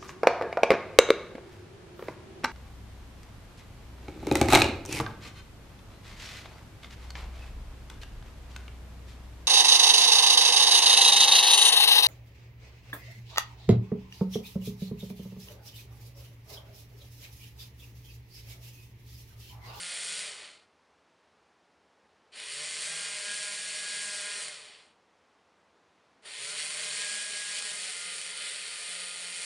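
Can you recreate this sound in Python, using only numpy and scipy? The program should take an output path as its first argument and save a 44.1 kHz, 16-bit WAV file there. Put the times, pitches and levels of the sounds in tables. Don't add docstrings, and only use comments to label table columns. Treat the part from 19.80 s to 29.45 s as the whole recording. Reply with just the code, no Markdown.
import sys
import numpy as np
from scipy import signal
from scipy.fft import rfft, irfft
from scipy.io import wavfile
from scipy.ndimage import uniform_filter1d

SR = 44100
rng = np.random.default_rng(int(sys.argv[2]) if len(sys.argv) > 2 else 0)


def unload_wav(signal):
    wavfile.write(
        sys.argv[1],
        SR,
        np.round(np.clip(np.atleast_2d(signal).T, -1, 1) * 32767).astype(np.int16),
    )


def attenuation_scalar(level_db):
    decades = np.asarray(level_db, float) / 20
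    return 10 ** decades


N = 425548
TIME = np.arange(N) / SR
FREQ = np.arange(N // 2 + 1) * SR / N


def unit(x):
    return x / np.sqrt(np.mean(x ** 2))


def curve(runs):
    seconds, *columns = np.transpose(sum(runs, []))
    return [np.interp(TIME, seconds, column) for column in columns]


def colour(spectrum, hz):
    points = np.array(spectrum)
    return attenuation_scalar(np.interp(np.log(hz + 1), np.log(points[:, 0]), points[:, 1]))


def walk(rate):
    hold = int(SR / rate)
    steps = np.repeat(rng.standard_normal(N // hold + 1), hold)
    slewed = uniform_filter1d(uniform_filter1d(steps, hold), hold)
    return 1.3 * slewed[:N]


def room():
    # frequency in Hz, density in dB per Hz
    noise_spectrum = [(12, -48), (20, -18.5), (43, -33), (71, -3.5), (139, -10.5), (167, -3.5), (390, -2.5),
                      (422, 0), (596, -2), (819, -1), (1100, -2.5), (1630, -6.5), (5680, -18.5),
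                      (9910, -29), (11300, -34.5), (14700, -69.5), (22000, -120)]
    hiss = irfft(rfft(rng.standard_normal(N)) * colour(noise_spectrum, FREQ), N)
    return unit(hiss) * attenuation_scalar(-67 + .4 * walk(3))


def reflections(x):
    t = TIME[:SR // 2]
    decay = np.exp(-np.log(1000) * t / .3)
    tail = rng.standard_normal(len(t)) * decay * (t > .003)
    tail = tail / np.sqrt(np.sum(tail ** 2))
    return signal.fftconvolve(x, tail)[:N] * attenuation_scalar(-7.5)


def resonance_power(modes, hz, level_db):
    return sum(attenuation_scalar(level_db + db) ** 2 / (1 + (2 * (hz - centre) / width) ** 2)
               for centre, width, db in modes)


def body(hz):
    # frequency in Hz, level in dB per Hz
    shell = [(59, -78), (100, -43), (167, -14.5), (362, -18.5), (424, -2), (548, -10.5), (605, 2),
             (655, -11.5), (1100, -6), (1600, -4), (2420, -1), (4640, -2), (6250, -12), (9280, 3),
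             (11300, -27.5), (14700, -54.5), (22000, -120)]
    # frequency in Hz, width in Hz, level in dB
    chassis = [(436, 36, -2.5), (608, 27, 1), (1450, 43, -5)]
    # frequency in Hz, width in Hz, level in dB
    gearbox = [(1860, 100, -3.5), (2080, 71, 2.5), (2470, 38, 5), (3030, 89, 2.5), (3340, 25, 4),
               (3930, 54, -11.5), (4140, 77, -1), (4480, 130, 0.5), (5560, 130, -4.5), (6340, 32, -3.5),
               (7120, 400, -5), (7680, 110, -24), (8130, 28, -23.5), (9030, 600, -1.5), (9290, 39, -5),
               (9510, 34, 8.5), (9910, 81, 2.5)]
    broad = colour(shell, hz) * attenuation_scalar(0.5)
    return np.sqrt(broad ** 2 + resonance_power(chassis, hz, -7.5) + resonance_power(gearbox, hz, 0.5))


def hum(turns, hz, drive_db, orders, full_hz):
    grid = np.arange(0, 3000.)
    gain = uniform_filter1d(body(grid), size=25)
    tones = 0
    for order, db in orders:
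        gain_now = np.interp(order * hz, grid, gain)
        gain_at_full = np.interp(order * full_hz, grid, gain)
        swell = (gain_now / gain_at_full) ** .6
        phase = 2 * np.pi * (order * turns + .12 * walk(25))
        tones = tones + attenuation_scalar(db + 1.5 + 2.5 * walk(9)) * swell * np.sin(phase)
    return tones * attenuation_scalar(drive_db)


def ticks(turns, hz, full_hz):
    tooth = np.floor(8 * turns)
    hit = np.diff(tooth, prepend=tooth[0]) > 0
    knocks = hit * rng.standard_normal(N) * attenuation_scalar(2.5 * rng.exponential(size=N))
    scrape = rng.standard_normal(N) * (1 + .3 * np.cos(2 * np.pi * turns))
    return attenuation_scalar(-6.5) * unit(knocks) * np.sqrt(full_hz / hz) ** .5 + scrape


def gear_rattle(shake):
    # chassis below, axle buzz 5-8 kHz, tooth fizz above
    rattle_levels = [
        [(0.0, -37.5, -17, -8, -9), (0.016, -44.5, -9, 2.5, 4), (0.032, -40.5, -11.5, -5.5, -4.5),
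         (0.37, -39, -14.5, -3, -3), (0.65, -48, -7, -7.5, -13), (0.754, -55, -4, -8.5, -18),
         (0.814, -64, -17, -17, -18), (0.816, -62, -3, -14, -21), (0.888, -78, 4, -8, -16),
         (0.9, -82, 2, -6, -23)],
        [(2.5, -77, -7, -18, -28), (2.51, -82, 6, -5, -8), (2.52, -55, -11, -12, -15),
         (2.53, -56, -10, -11, -21), (2.55, -50.5, -5, -9, -7), (2.58, -44, -11, -10, -11),
         (2.72, -40.5, -17.5, -4.5, -3.5), (2.84, -39.5, -11, -2.5, -4.5), (3.01, -39, -14, -3, -5),
         (4.06, -40, -14, -1.5, -3.5), (4.22, -38.5, -16, -4.5, -6), (4.23, -41, -13.5, 0, -3.5),
         (4.54, -40.5, -12, -3.5, -4.5), (4.63, -40.5, -11.5, -3.5, -4.5), (5.01, -57.5, -6, -10.5, -17.5),
         (5.09, -69, -1, -7, -14), (5.09, -64, -12, -17, -17.5), (5.14, -76, 4, -18, -20),
         (5.2, -82, 4, -12, -19)],
        [(6.4, -82, 3, -11, -18), (6.46, -48, -5.5, -9, -5.5), (6.53, -43.5, -16, -9, -7),
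         (6.69, -39.5, -16, -2, -5), (6.75, -41, -8, -5, -3), (6.79, -36.5, -17, -6, -6.5),
         (6.9, -40, -10.5, -2.5, -3.5), (7.79, -38.5, -16, -2.5, -5), (7.81, -42.5, -7, -2, -5),
         (7.86, -38, -16, -3.5, -4), (8.22, -40.5, -14, -3.5, -3.5), (8.3, -38, -17, -10.5, -4.5),
         (8.34, -41.5, -11, -4.5, 0), (8.43, -41.5, -15.5, -4, -5), (8.49, -41, -15, -6, -6.5),
         (8.51, -40.5, -15, -4, -4), (8.53, -44, -9, -9, -3), (8.57, -40, -14, -7, -4),
         (9.16, -41, -14.5, -7, -3.5), (9.53, -41, -12, -4, -3.5), (9.65, -40.5, -14, -2.5, -3)],
    ]
    borders = (1500, 5000, 8000)
    wheel_load_db = .6 * walk(5) + .6 * walk(20)
    rung = rfft(shake * attenuation_scalar(wheel_load_db)) * body(FREQ)
    below = [0] + [1 / (1 + (FREQ / border) ** 12) for border in borders] + [1]
    bands = []
    for lower, upper in zip(below, below[1:]):
        band = unit(irfft(rung * (upper - lower), N))
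        bands.append(band * attenuation_scalar(.5 * walk(11)))
    low, mid, buzz, fizz = bands
    db, low_db, buzz_db, fizz_db = curve(rattle_levels)
    mix = mid + attenuation_scalar(low_db - 2.5) * low + attenuation_scalar(buzz_db) * buzz + attenuation_scalar(fizz_db) * fizz
    return attenuation_scalar(db - 2.0) * mix


def motors():
    # time in seconds, shaft speed in turns per second, drive in dB
    fast = [
        [(0, 177, 1), (.25, 176, -6.5), (.4, 186, -1), (.5, 165, -13), (.65, 105, -18), (.86, 15, -33)],
        [(2.52, 15, -20), (2.6, 95, -12), (2.7, 150, -7)] + [(2.8, 176.9, -10), (2.934, 194.2, -9),
         (3.094, 200.8, 2.5), (3.522, 204.2, 7.5), (3.532, 206.3, 2.5), (3.736, 203.0, 5), (3.772, 207.0, 1.5),
         (4.394, 204.3, 4.5), (4.424, 199.5, 6), (4.454, 205.0, 9.5), (4.6, 204.5, 4)] + [(4.68, 200, -4),
         (4.8, 150, -8), (4.95, 85, -19), (5.14, 15, -36)],
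        [(6.42, 15, -22), (6.5, 95, -11), (6.6, 150, -11)] + [(6.72, 180.1, -1), (6.78, 188.2, -5),
         (6.91, 200.3, 0), (7.36, 206.0, 5), (7.93, 205.8, 3), (7.98, 200.0, -1), (8.06, 202.2, -4),
         (8.09, 187.0, 2), (8.12, 176.1, -5), (8.29, 177.3, 2.5), (8.37, 174.3, -3), (8.74, 177.3, -5.5),
         (8.95, 174.0, -0.5), (8.99, 176.0, -3.5), (9.65, 176.7, -2)],
    ]
    # time in seconds, shaft speed in turns per second, drive in dB
    slow = [
        [(0, 174, 0), (.3, 173, 2), (.42, 160, -3), (.5, 143, 2), (.65, 90, -14), (.86, 15, -30)],
        [(2.52, 15, -20), (2.6, 80, -7)] + [(2.7, 133.3, -5), (2.82, 151.1, 7), (2.922, 157.8, -5),
         (2.99, 147.5, 4), (3.086, 165.1, 1.5), (3.132, 164.9, 9), (3.298, 155.6, -0.5), (3.986, 159.6, -1),
         (4.048, 165.4, 6.5), (4.112, 157.6, -5), (4.6, 158.2, -10.5)] + [(4.66, 160, 5), (4.75, 138, -7),
         (4.9, 90, -7), (5.14, 15, -30)],
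        [(6.42, 15, -17), (6.52, 85, -8)] + [(6.62, 138.5, 6), (6.78, 154.3, -2), (6.89, 151.8, -1),
         (6.98, 159.3, 0), (7.06, 154.5, 3), (7.41, 158.8, -2), (7.74, 158.6, -5), (7.78, 167.5, 3),
         (7.83, 158.6, -8), (7.88, 158.7, -3), (7.94, 177.5, 4.5), (8.1, 185.6, 6), (8.14, 175.7, -6),
         (9.07, 176.1, -1.5), (9.09, 178.0, -1), (9.65, 175.1, -6)],
    ]
    # multiple of the shaft turn, level in dB
    fast_orders = [(1, -70), (2, -81.5), (3, -63.5), (4, -73), (5, -73), (7, -62.5), (8, -52.5), (9, -65),
                   (10, -65.5), (11, -65.5), (12, -62)]
    # multiple of the shaft turn, level in dB
    slow_orders = [(1, -73), (3, -68.5), (4, -67), (5, -74.5), (7, -68), (8, -69), (9, -83.5)]
    tones = shake = 0
    for runs, orders, full_hz in ((fast, fast_orders, 206), (slow, slow_orders, 170.5)):
        hz, drive_db = curve(runs)
        turns = np.cumsum(hz * (1 + .0015 * walk(12))) / SR
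        tones = tones + hum(turns, hz, drive_db, orders, full_hz)
        shake = shake + ticks(turns, hz, full_hz)
    running = sum((TIME > run[0][0]) & (TIME < run[-1][0]) for run in fast)
    return uniform_filter1d(running * 1., size=400) * (gear_rattle(shake) + tones)


def scene():
    robot = motors()
    return np.tile(robot + reflections(robot) + room(), (2, 1))


def top_cut(x):
    return signal.sosfilt(signal.butter(12, 11460, fs=SR, output="sos"), x)


def record(dry):
    low_pass = signal.ellip(8, .2, 45, 11300, fs=SR, output="sos")
    return top_cut(signal.sosfilt(low_pass, dry))


dry = scene()
out = record(dry)
unload_wav(out)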